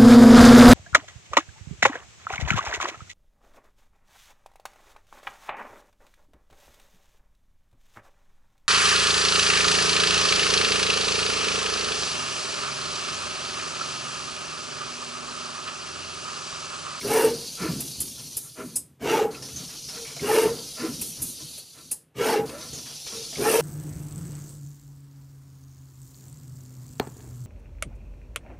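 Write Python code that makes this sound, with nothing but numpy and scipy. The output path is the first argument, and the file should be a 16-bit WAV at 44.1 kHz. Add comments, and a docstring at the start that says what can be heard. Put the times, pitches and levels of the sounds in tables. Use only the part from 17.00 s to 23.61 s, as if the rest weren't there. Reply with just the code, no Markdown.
"""The roar of rails, the whine of a belt and the hiss of air come first: a gantry dashes out to its board.
A pick-and-place machine, close by in its cabinet, works through two cycles and sets out on a third run.
Rails and bearings are noise filtered by modes and following speed; belt, frame and servo are driven tones.
Vacuum nozzles hiss as turbulent noise while they hold parts, and let each go with a puff of air.
Feeders clack as scatters of reflections with a ringing part, and landing nozzles boom in the base."""
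import sys
import numpy as np
from scipy import signal
from scipy.fft import rfft, irfft, next_fast_len
from scipy.io import wavfile

SR = 44100
rng = np.random.default_rng(int(sys.argv[2]) if len(sys.argv) > 2 else 0)


def to_wav(s):
    """Save 16-bit WAV."""
    ch = np.atleast_2d(s).T  # columns
    pcm = np.round(np.clip(ch, -1, 1) * 32767)  # PCM
    wavfile.write(sys.argv[1], SR, pcm.astype(np.int16))


N = 291501
SIZE = next_fast_len(N, True)
TIME, BINS = np.arange(N) / SR, np.fft.rfftfreq(SIZE, 1 / SR)


def amp(db):
    """Level law: decibels to amplitude gain."""
    return 10 ** (np.asarray(db) / 20)


def unit(x):
    """Normalisation: scales to an rms of 1."""
    return x / np.sqrt(np.mean(x ** 2) + 1e-20)


def colour(points):
    """Spectral envelope: joins (Hz, dB) points on a log axis into a gain for each bin."""
    hz, db = np.transpose(points)
    return amp(np.interp(np.log(BINS + 1), np.log(hz), db))


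def peak(hz, width_hz):
    """Simple resonance: gain 1 at its centre, half power at the edges of its width."""
    return 1 / (1 + 2j * (BINS - hz) / width_hz)


def lifted(modes):
    """Modal superposition: a body's modes stand out of a flat background."""
    return 1 + sum((amp(db) - 1) * peak(hz, width) for hz, width, db in modes)


def shaped(x, response):
    """Linear filtering by a frequency response, then an rms of 1."""
    return unit(irfft(rfft(x, SIZE) * response, SIZE)[..., :N])


def noise():
    """Broadband excitation: white noise, as mid and side."""
    return rng.standard_normal((2, N))


def wander(rate_hz):
    """Slow random modulation: low-passed noise of rms 1."""
    return shaped(rng.standard_normal(N), np.exp(-(BINS / rate_hz) ** 2))


def add(mix, s, sound):
    """Superposition: mixes a sound in at time s, or at 0 if s is earlier."""
    part = mix[..., max(round(s * SR), 0):][..., :sound.shape[-1]]
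    part += sound[..., :part.shape[-1]]


def rattle(per_s, share):
    """Contact noise: small impacts of uneven size hold this share of the power, rubbing the rest."""
    impacts = unit(noise() * (rng.random(N) < per_s / SR))
    return np.sqrt(share) * impacts + np.sqrt(1 - share) * noise()


def arch(s, length):
    """Raised-cosine envelope: a smooth rise and fall around the time s."""
    out = np.zeros(N)
    t = np.arange(max(s - length / 2, 0), s + length / 2, 1 / SR)
    add(out, s - length / 2, np.cos(np.pi * (t - s) / length) ** 2)
    return out


def ringing(blows, rise, t60):
    """Energy addition of decays: level of a body struck by (s, dB) blows, each followed for 1 s."""
    power, t = np.zeros(N), TIME[:SR]
    shape = (np.minimum(t / rise, 1) * amp(-60 * np.maximum(t - rise, 0) / t60)) ** 2
    for s, db in blows:
        add(power, s, amp(db) ** 2 * shape)
    return np.sqrt(power)


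def lingering(gain, db, t60):
    """Reverberant storage: exponentially leaking power sets the level of a sound's tail."""
    keep = amp(-60 / (t60 * SR)) ** 2
    return amp(db) * np.sqrt(signal.lfilter([1 - keep], [1, -keep], gain ** 2))


def swell(s, hz, length, db, glide=0, grit_hz=55):
    """Narrow-band resonance, roughly driven, swelling around the time s: returns its start and sound."""
    t = np.arange(-length / 2, length / 2, 1 / SR)
    grit = signal.lfilter(*signal.butter(1, grit_hz, fs=SR), rng.standard_normal((2, SR // 2)))
    real, imaginary = unit(signal.lfilter(*signal.butter(2, 3 * grit_hz, fs=SR), grit))[:, -len(t):]
    rough = 1 + .34 * (real + 1j * imaginary)
    cycles = hz * t + glide * t ** 2 / 2 + rng.random()
    tone = unit((rough * np.exp(2j * np.pi * cycles)).real)
    return s - length / 2, amp(db) * tone * np.cos(np.pi * t / length) ** 2


# centre of the suction's broad resonance, which drifts over time: (time [s], centre [Hz])
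SUCTION_PEAK = [(0, 5250), (.45, 4770), (.7, 4900), (1.0, 4920), (1.3, 5940), (1.65, 4540), (2.35, 4600),
                (2.5, 5500), (2.8, 5400), (3.15, 5360), (3.65, 4660), (4.15, 5670), (4.55, 4380),
                (5.5, 4860), (5.8, 5520), (6.1, 5430), (6.35, 5110)]


def patchy(x, depth_db, patch_hz, patch_s, peak_db=0, peak_hz=600):
    """Drifting patches: random regions of time and frequency lift and sink; peak_db lifts the suction's peak."""
    hz, t, z = signal.stft(x, SR, nperseg=1024, noverlap=768)
    across = np.fft.fftfreq(len(hz), hz[1])[:, None] * patch_hz
    along = np.fft.rfftfreq(len(t), t[1]) * patch_s
    blur = np.exp(-across ** 2 - along ** 2)
    chance = rng.standard_normal(z.shape[1:])
    patches = unit(np.fft.irfft2(np.fft.rfft2(chance) * blur, z.shape[1:]))
    centre = np.interp(t, *np.transpose(SUCTION_PEAK))
    hump = np.exp(-((hz[:, None] - centre) / peak_hz) ** 2)
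    z = z * amp(depth_db * patches + peak_db * hump)
    return unit(signal.istft(z, SR, nperseg=1024, noverlap=768)[1][:, :N])


# long runs out to the board and back to the feeders; levels before the trims in the sources:
# (start [s], rolling [dB], sizzle of the bearings [dB], jolt of starting [dB], jolt of braking [dB])
OUT_RUNS = [(0.0, -29, -30.5, -29, -30.5), (3.183, -27.5, -32.5, -31.5, -29),
            (6.346, -28.5, -29, -29.5, -29)]
BACK_RUNS = [(1.991, -27.5, -46, -30.5, -33), (5.141, -27, -36.5, -31.5, -31)]
# course of a long run:
# (time to the fastest moment [s], length of rolling [s], length of sizzle [s], time to the brake's bite [s])
OUT_COURSE = (.18, 0.38, 0.43, .235)
BACK_COURSE = (0.15, 0.31, .28, 0.22)


def long_runs():
    """Repeated kinematics: every long run joined to the course of its direction."""
    return [(*run, *OUT_COURSE) for run in OUT_RUNS] + [(*run, *BACK_COURSE) for run in BACK_RUNS]


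# noise spectrum of rolling: (frequency [Hz], relative density [dB])
ROLL_COLOUR = [(30, -37), (150, -15), (280, 6), (420, 5), (560, 2), (680, 2), (950, 0.5), (1500, -1),
               (2000, -3), (2900, -4), (3600, -10), (6000, -9), (8000, -16.5), (14000, -20)]
# modes of the gantry: (frequency [Hz], width [Hz], lift [dB])
GANTRY_MODES = [(388, 40, -4), (464, 71, 11), (743, 32, 5), (920, 17, 3.5), (976, 10, 5), (1236, 19, 4.5),
                (1340, 13, 9), (1664, 29, 2), (2244, 28, 7.5), (2760, 130, 5.5)]
# the head creeps into a run and out of it (dB below full speed's level, added length)
CREEP_DB, CREEP_S = -27.5, 0.028
HOP_ROLL_DB = -3  # rolling under a hop, relative to its rattle
CLACK_ROLL_DB, CLACK_ROLL_T60 = -17.5, 0.35  # gantry's rattle relative to a clack, decay in s
# the cabinet holds on to the rolling, less so to its treble (level, decay in s, corner)
LINGER_DB, LINGER_T60, LINGER_HZ = -11, 0.67, 2170


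def rolling():
    """Rolling noise: bearings and cable chain excite the gantry's modes as speed rises; the cabinet lingers."""
    body = colour(ROLL_COLOUR) * lifted(GANTRY_MODES)
    roll = shaped(rattle(per_s=1100, share=0.32) * amp(0.29 * wander(60)), body)
    roll = patchy(roll, 3.9, patch_hz=110, patch_s=.07)
    echo = shaped(noise(), body / (1 + (BINS / LINGER_HZ) ** 4))
    level = np.zeros(N)
    for start, roll_db, _, _, _, fastest, length, *_ in long_runs():
        s = start + fastest
        level += amp(roll_db) * (arch(s, length) + amp(CREEP_DB) * arch(s, length + CREEP_S))
    level += sum(amp(db + HOP_ROLL_DB) * arch(s, length) for s, length, db, *_ in HOPS)
    echo_level = lingering(level, LINGER_DB, LINGER_T60)
    # every clack also rattles the gantry
    blows = [(s, db + CLACK_ROLL_DB) for s, db, *_ in all_clacks()]
    knocked = ringing(blows, rise=0.0033, t60=CLACK_ROLL_T60)
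    mid_side_trim = amp([[3.8], [-4]])
    return mid_side_trim * (roll * np.hypot(level, knocked) + echo * echo_level)


# noise spectrum of the bearings' sizzle: (frequency [Hz], relative density [dB])
SIZZLE_COLOUR = [(2500, -26.5), (4500, -9.5), (6000, -3.5), (7500, -9), (9000, 3.5), (10000, 2.5),
                 (11200, -0.5), (14300, -5.5)]
SIZZLE_POWER = 1.64  # how steeply sizzle grows: power of the speed's arch


def sizzling():
    """Micro-impact noise: bearings sizzle in the treble, growing steeply with the head's speed."""
    sizzle = shaped(rattle(per_s=1500, share=0.24) * amp(1.5 * wander(90)), colour(SIZZLE_COLOUR))
    sizzle = patchy(sizzle, 3.1, patch_hz=180, patch_s=.05)
    level = np.zeros(N)
    for start, _, sizzle_db, _, _, fastest, _, length, _ in long_runs():
        level += amp(sizzle_db) * arch(start + fastest, length) ** SIZZLE_POWER
    return amp(1.5) * sizzle * level


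# noise spectra of the shaken frame and of the heavy base: (frequency [Hz], relative density [dB])
SHAKE_COLOUR = [(25, -44.5), (60, -35), (105, -9.5), (135, 2.5), (190, -3), (250, 2), (330, -6), (480, -12),
                (800, -31)]
RUMBLE_COLOUR = [(20, -25), (35, -27.5), (48, -15.5), (58, -3), (75, 7.5), (102, -3), (132, 10.5),
                 (175, 3.5), (260, -24)]
JOLT_RISE_S, JOLT_T60 = 0.031, 0.76  # the frame's answer to any jolt (rise, decay in s)
# a hop jolts as it starts and brakes (shares of its length from the fastest moment)
HOP_START, HOP_BRAKE = -.28, 0.17
HOP_START_DB = -4  # a hop's starting jolt, relative to the braking one


def shaking(rumble_follows=0.66):
    """Inertial excitation: the gantry's starts and stops and landing nozzles shake the frame and base."""
    jolts = landings()
    for start, _, _, start_db, brake_db, *_, brake in long_runs():
        jolts += [(start + 0.012, start_db), (start + brake, brake_db)]
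    for s, length, _, db, *_ in HOPS:
        jolts += [(s + HOP_START * length, db + HOP_START_DB), (s + HOP_BRAKE * length, db)]
    level = ringing(jolts, JOLT_RISE_S, JOLT_T60)
    shake = shaped(noise(), colour(SHAKE_COLOUR)) * level
    # the heavy base answers less sharply than the frame
    rumble = shaped(noise(), colour(RUMBLE_COLOUR)) * level ** rumble_follows
    return amp(-4.5) * shake + amp(-24.5) * rumble


# belt speed in a long run: (time into the run [s], mean tooth rate [Hz])
OUT_SPEED = [(0, 123), (.05, 330), (.11, 424.8), (.135, 450), (.185, 440), (.21, 430), (.23, 374),
             (.3, 211), (.36, 60)]
BACK_SPEED = [(0, 98), (.06, 327.7), (.11, 422), (.15, 441.4), (.17, 446), (.21, 412), (.25, 335),
              (.32, 60.7)]


def belt(speed, second_db, third_db, fourth_db):
    """Tooth meshing: belt teeth on the pulley whine in unsteady harmonics that grow steeply with speed."""
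    s, hz = np.transpose(speed)
    rate = np.interp(TIME[TIME < s[-1]], s, hz)
    slack, load = wander(120)[:2 * len(rate)].reshape(2, -1)
    meshes = np.cumsum(rate * (1 + .021 * slack)) / SR
    levels = enumerate((second_db, third_db, fourth_db), 2)
    tones = sum(amp(db) * np.sin(2 * np.pi * k * meshes) for k, db in levels)
    return tones * (rate / hz.max()) ** 9 * amp(4 * load)


def belt_runs():
    """Repeated speed ramp: the same belt whine, central, in every long run of a direction."""
    out = np.zeros((2, N))
    for start, *_ in OUT_RUNS:
        add(out[0], start, belt(OUT_SPEED, second_db=-35.5, third_db=-38.5, fourth_db=-35.5))
    for start, *_ in BACK_RUNS:
        add(out[0], start, belt(BACK_SPEED, second_db=-28.5, third_db=-49.5, fourth_db=-45.5))
    return out


# each nozzle hisses from picking a part to placing it; jet level as heard at the board:
# (open [s], shut [s], suction [dB], thin jet at the tip [dB])
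HOLDS = [(-.1, .801, -44, -62), (-.1, 1.003, -42, -58), (-.1, 1.365, -43, -47), (-.1, 1.756, -52, -50),
         (2.304, 4.911, -51, -53), (2.42, 4.577, -43.5, -46), (2.558, 4.217, -46.5, -56),
         (2.883, 4.011, -44.5, -58), (5.452, 7, -52, -47), (5.575, 7, -43, -54), (5.732, 7, -46, -53),
         (6.064, 7, -40, -65)]
# the air's start and stop (rise, time that it runs on after the valve shuts, decay in s)
AIR_RISE_S, AIR_RUN_ON_S, AIR_T60 = 0.01, 0.013, .24
# an opening nozzle gulps air until its part is seated (suction, jet, decay in s)
GULP_DB, GULP_JET_DB, GULP_T60 = -47, -49, 1.5
JET_FAR_DB = -3.5  # change of the jet with the head far back at the feeders
EMPTY_DELAY_S, EMPTY_S = 0.064, 0.21  # hiss of an emptied nozzle (puff to its height, length)


def airflow():
    """Energy addition: open nozzles sum in power; the jet alone weakens as the head moves away."""
    power, far = np.zeros((2, N)), np.ones(N)
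    for opens, shuts, suction_db, jet_db in HOLDS:
        age = np.maximum(TIME - opens, 0)
        fall = amp(-60 * np.clip((TIME - shuts - AIR_RUN_ON_S) / AIR_T60, 0, 2))
        flow = np.minimum(age / AIR_RISE_S, 1) * fall
        gulp = amp([[GULP_DB], [GULP_JET_DB]]) * amp(-60 * age / GULP_T60)
        power += (np.hypot(amp([[suction_db], [jet_db]]), gulp) * flow) ** 2
    # far is 1 at the feeders and 0 at the board
    for runs, (_, length, *_), way in ((OUT_RUNS, OUT_COURSE, -1), (BACK_RUNS, BACK_COURSE, 1)):
        far += way * sum(np.clip((TIME - start) / length, 0, 1) for start, *_ in runs)
    suction, jet = np.sqrt(power)
    emptied = sum(amp(db) * arch(s + EMPTY_DELAY_S, EMPTY_S) for s, *_, db in PUFFS)
    return suction, np.hypot(jet * amp(far * JET_FAR_DB), emptied)


# noise spectra of the suction and of the jets: (frequency [Hz], relative density [dB])
VACUUM_COLOUR = [(500, -6.5), (1800, -20.5), (2700, -4.5), (3500, -0.5), (4500, 4), (5200, 0), (6000, 4.5),
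                 (7500, -6), (8600, -8.5), (9700, -3), (11000, -12.5), (14300, -17.5)]
JET_COLOUR = [(2500, -24.5), (5000, -48), (6300, 4.5), (7700, -3.5), (9700, 6.5), (11500, 0), (14300, -5.5)]


def air(resonance_db=4):
    """Turbulence noise: suction and the jets at the tips hiss with a flutter."""
    suction = shaped(rattle(per_s=2500, share=0.17), colour(VACUUM_COLOUR))
    suction = patchy(suction, 3.1, patch_hz=120, patch_s=.06, peak_db=resonance_db)
    jet = patchy(shaped(noise(), colour(JET_COLOUR)), 2.6, patch_hz=150, patch_s=.12)
    suction_level, jet_level = airflow()
    suction = suction * suction_level * amp(1.1 * wander(50))
    return suction + jet * jet_level * amp(.5 * wander(70))


# clacks of the feeders as parts are picked; thud before the trims in the sources:
# (time [s], level [dB], ring [Hz], share of ring [0-1], t60 [s], thud [dB])
CLACKS = [(2.343, -35.5, 2600, 0.6, 0.073, -56), (2.421, -31, 5400, 1, 0.066, -44),
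          (2.484, -39, 5200, 0.3, 0.092, -65), (2.558, -33, 6230, 1, 0.21, -39.5),
          (2.688, -44, 2600, 0, 0.27, -62), (2.884, -34, 5250, 0.82, 0.21, -49),
          (2.975, -37, 3970, .3, 0.081, -62), (3.048, -43, 2260, .5, 0.43, -51),
          (5.491, -36.5, 2610, 0.1, 0.094, -48), (5.73, -32.5, 6500, 0.98, 0.15, -38.5),
          (5.855, -44.5, 2560, 0, 0.51, -65), (6.062, -40, 2320, 0.08, 0.22, -56),
          (6.165, -35, 3760, 0.93, 0.12, -63)]
# a knock and a ping set off the runs to the board:
# (time into the run [s], level [dB], ring [Hz], share of ring [0-1], t60 [s])
OUT_CLACKS = [(-.021, -35.5, 653, 0.53, 0.1), (.007, -35, 2200, 0.97, .075)]
VALVE_RING_HZ, VALVE_RING_SHARE, VALVE_T60 = 2600, 0.77, 0.068  # the valve's clack (decay in s)


def all_clacks():
    """Impact list of feeders, valves and departures, as (s, dB, ring Hz, share of ring, t60 s)."""
    rows = [row[:-1] for row in CLACKS]
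    for s, *_, clack_db, thud_db, empty_db in PUFFS:
        rows.append((s, clack_db, VALVE_RING_HZ, VALVE_RING_SHARE, VALVE_T60))
    for start, *_ in OUT_RUNS:
        rows += [(start + s, *rest) for s, *rest in OUT_CLACKS if start + s >= 0]
    return rows


def clacks(low_hz=700, high_hz=6500, ring_share_of_hz=0.056, rise=0.0058):
    """Impact response: a decaying scatter of reflections with one ringing part, followed for 1/4 s."""
    out, t = np.zeros((2, N)), TIME[:SR // 4]
    band = signal.butter(2, [low_hz, high_hz], "bandpass", fs=SR)
    for s, db, hz, share, t60 in all_clacks():
        scatter = rng.standard_normal((2, len(t)))
        ring = unit(signal.lfilter(*signal.iirpeak(hz, 1 / ring_share_of_hz, SR), scatter))
        broad = unit(signal.lfilter(*band, scatter))
        knock = np.sqrt(share) * ring + np.sqrt(1 - share) * broad
        add(out, s, knock * amp(db - 60 * t / t60) * np.minimum(t / rise, 1))
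    return out


# frame resonances that swell as the belt's tones sweep by:
# (time into the run [s], frequency [Hz], length [s], level [dB])
OUT_SWELLS = [(0.063, 408, 0.064, -26.5), (.117, 830, 0.056, -25.5), (.12, 440, .052, -21),
              (0.157, 447, 0.084, -20), (0.202, 442, 0.058, -18), (.25, 459, .05, -18),
              (0.273, 440.5, 0.069, -18.5), (0.318, 466, 0.14, -28), (0.208, 933, 0.061, -29.5),
              (0.271, 896, 0.12, -34), (.4, 464, 0.22, -45)]
BACK_SWELLS = [(0.068, 404, 0.066, -27), (.105, 388, 0.0515, -35), (.146, 433, 0.039, -23.5),
               (0.159, 885, 0.061, -25), (.192, 463, 0.046, -24), (.208, 816, 0.029, -22.5),
               (.228, 432, .042, -18.5), (0.26, 440, 0.052, -20.5), (.265, 819, 0.13, -32.5),
               (0.304, 448, 0.0574, -31.5)]


def frame():
    """Passage through resonance: each run repeats its speed ramp, so the frame sings at the same places."""
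    out = np.zeros((2, N))
    for runs, swells in ((OUT_RUNS, OUT_SWELLS), (BACK_RUNS, BACK_SWELLS)):
        for start, *_ in runs:
            for s, hz, length, db in swells:
                add(out[0], *swell(start + s, hz, length, db))
    return out


# short hops of the head; jolt before the trims in shaking:
# (time at the fastest [s], length [s], rattle [dB], jolt [dB],
#  servo's top note [Hz], its level [dB], servo's low notes [Hz], their level [dB])
HOPS = [(0.643, 0.18, -36, -26.5, 316, -27.5, 173, -29.5), (1.2, .089, -58, -47, 250, -53, 132, -45.5),
        (1.46, .14, -62, -62, 280, -72, 135, -50.5), (1.605, 0.12, -42.5, -39, 407, -40, 250, -37),
        (2.35, 0.15, -51, -45, 332, -55, 170, -52), (2.614, 0.15, -55, -53, 262, -47, 170, -46),
        (2.743, .08, -56, -51, 310, -55, 150, -60), (2.96, 0.12, -48.5, -50.5, 404, -63, 203, -51.5),
        (3.11, 0.15, -54.5, -53, 451.4, -53, 139.6, -51),
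        (3.832, .17, -39.5, -31.5, 326, -28, 243.4, -34.5), (4.2, 0.097, -55.5, -48, 300, -54, 137, -48),
        (4.412, 0.065, -55, -50.5, 306, -49, 137, -49), (4.783, 0.13, -56.5, -52, 297, -62, 140, -69.5),
        (5.575, 0.36, -48.5, -45, 325, -46, 149, -50), (5.789, 0.051, -54, -58, 255, -52, 165, -56),
        (5.909, .1, -58.5, -63, 266, -64, 140, -52), (6.135, 0.099, -48.5, -50, 300, -53, 220, -47),
        (6.25, 0.16, -59.5, -46, 456, -55, 140, -53)]
# modes of the head, each response squared: (frequency [Hz], width before squaring [Hz], level [dB])
HOP_MODES = [(636, 9.4, 10), (1014, 38, 3.5), (1178, 99, -1), (1353, 143, 3), (1760, 120, -3),
             (2073, 84, -4), (2380, 460, -7)]
HOP_RING_DB, HOP_RING_T60 = -5.5, 0.36  # the modes ring on after a hop (level, decay in s)


def hops():
    """Modal excitation: a short hop rattles the head's modes, which ring on briefly."""
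    ring = shaped(noise(), sum(amp(db) * peak(hz, width) ** 2 for hz, width, db in HOP_MODES))
    speed = sum(amp(db) * arch(s, length) for s, length, db, *_ in HOPS)
    return ring * np.hypot(speed, lingering(speed, HOP_RING_DB, HOP_RING_T60))


# the servo's notes (delay of the top note, its length, length of the low notes)
HUM_DELAY_S, TOP_NOTE_S, LOW_NOTE_S = 0.018, 0.0707, 0.0544


def servo():
    """Motor tones that follow speed: in a hop the servo hums low, high, low."""
    out = np.zeros((2, N))
    for s, length, _, _, hz, db, low_hz, low_db in HOPS:
        add(out[0], *swell(s + HUM_DELAY_S, hz, TOP_NOTE_S, db, grit_hz=40))
        for share in (HOP_START, HOP_BRAKE):
            low_s = s + share * length + JOLT_RISE_S
            add(out[0], *swell(low_s, low_hz, LOW_NOTE_S, low_db, grit_hz=30.55))
    return out


LANDING_S = 0.025  # how long a nozzle lands before its clack or puff


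def landings():
    """Impact list: a nozzle lands just before each feeder's clack and each puff, as (s, thud dB)."""
    feeders = [(s - LANDING_S, db) for s, *_, db in CLACKS]
    return feeders + [(s - LANDING_S, db) for s, *_, db, empty_db in PUFFS]


# low modes that a landing nozzle sets booming: (frequency [Hz], length [s], level above its thud [dB])
LANDING_MODES = [(76.5, .1, -9), (132, 0.1105, -6)]


def booms():
    """Low-frequency modal response: nozzles landing on feeders and board set the base booming."""
    out = np.zeros((2, N))
    for s, thud_db in landings():
        for hz, length, db in LANDING_MODES:
            add(out[0], *swell(s + length / 4, hz, length, thud_db + db, grit_hz=18))
    return out


# placing a part with a puff; side before the width filter, thud before the trims in the sources:
# (time [s], level [dB], valve open [s], centre of the jet's hiss [Hz], strength of the nozzle's ring [ratio],
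#  side minus mid [dB], valve's clack [dB], thud on the board [dB], hiss of the emptied nozzle [dB])
PUFFS = [(0.802, -27, .006, 12000, .2, -2, -40, -39, -39.5),
         (1.001, -24.5, 0.016, 11100, .2, -14, -43.5, -38, -40),
         (1.366, -24, 0.0089, 11700, 0.27, -18, -45, -53, -42),
         (1.756, -21, 0.014, 9100, 0.82, -11, -48, -58.5, -70),
         (4.011, -26, 0.0091, 11900, .2, -10, -36.5, -38.5, -36.5),
         (4.217, -26.5, 0.016, 11900, 0.2, -4, -52, -38.5, -36),
         (4.576, -39, 0.0077, 10050, .4, -9.5, -44.5, -66.5, -67),
         (4.911, -23, 0.011, 9650, .4, -11, -41, -61, -70)]
# noise spectrum of a puff: (frequency [Hz], relative density [dB])
PUFF_COLOUR = [(300, -10.5), (2000, -24), (4300, -19.5), (5100, -11), (6000, -9), (7200, -2.5),
               (8300, -5.5), (10300, 3), (11500, -4.5), (14300, -5)]
# modes of a nozzle: (frequency [Hz], width [Hz], lift at a ring strength of 1 [dB])
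NOZZLE_MODES = [(5060, 41, 22.5), (7500, 300, -9), (8240, 260, 13.5), (10100, 130, 1), (10200, 150, 0.5)]


def puffs(rise=0.0049, shut_t60=0.084, cabinet_db=-10, cabinet_t60=0.21, jet_db=6, jet_hz=2600):
    """Jet noise: a sputtering burst rings the nozzle, then dies away in two slopes, the later the cabinet's."""
    out, t = np.zeros((2, N)), TIME[:SR // 3]
    burst = rfft(noise() * amp(0.92 * wander(400)), SIZE) * colour(PUFF_COLOUR)
    modes = lifted(NOZZLE_MODES) - 1
    for s, db, held, centre_hz, ring, side_db, *_ in PUFFS:
        hump = amp(jet_db * np.exp(-((BINS - centre_hz) / jet_hz) ** 2))
        jet = unit(irfft(burst * hump * (1 + ring * modes), SIZE))
        jet = jet[:, round(s * SR):][:, :len(t)]
        after = np.maximum(t - held, 0)
        fall = np.hypot(amp(-60 * after / shut_t60), amp(cabinet_db - 60 * after / cabinet_t60))
        add(out, s, amp([[db], [db + side_db]]) * jet * np.minimum(t / rise, 1) * fall)
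    return out


# small motors at the feeders: (time at the loudest [s], frequency then [Hz], length [s], level [dB], glide [Hz/s])
WHINES = [(3.01, 466, 0.17, -42.5, -100), (5.555, 572, .15, -42, 1200), (6.193, 455, .17, -41, -100)]


def feeder_motors():
    """Gliding motor tones: small motors whine at the feeders."""
    out = np.zeros((2, N))
    for row in WHINES:
        add(out[0], *swell(*row, grit_hz=35))
    return out


# noise spectrum of the workshop's floor: (frequency [Hz], relative density [dB])
FLOOR_COLOUR = [(15, -37.5), (25, -34), (81, -1.5), (157, 10), (216, -18.5), (290, -3), (796, -16),
                (3440, -23.5), (5710, -47.5), (9730, -40.5), (14500, -41.5)]
# width at the microphone pair: (frequency [Hz], gain of the side signal [dB])
WIDTH = [(3300, -81), (3800, -45.5), (4400, -47), (6000, -16), (7400, -6.5), (9500, -5.5), (13000, -5.5)]


def scene():
    """Superposition over the workshop's low floor; the body is central, only the treble has width."""
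    floor = amp(-64) * shaped(noise(), colour(FLOOR_COLOUR))
    motion = rolling() + sizzling() + shaking() + belt_runs() + frame() + hops() + servo()
    handling = air() + clacks() + booms() + puffs() + feeder_motors()
    mid, side = motion + handling + floor
    side = irfft(rfft(side, SIZE) * colour(WIDTH), SIZE)[:N]
    return np.array([mid + side, mid - side])


def record(dry):
    """Band limitation: a steep linear-phase low-pass at 14450 Hz."""
    low_pass = signal.firwin(511, 14450, window=("kaiser", 8), fs=SR)
    return signal.oaconvolve(dry, low_pass[None], "same")


dry = scene()
out = record(dry)
to_wav(out)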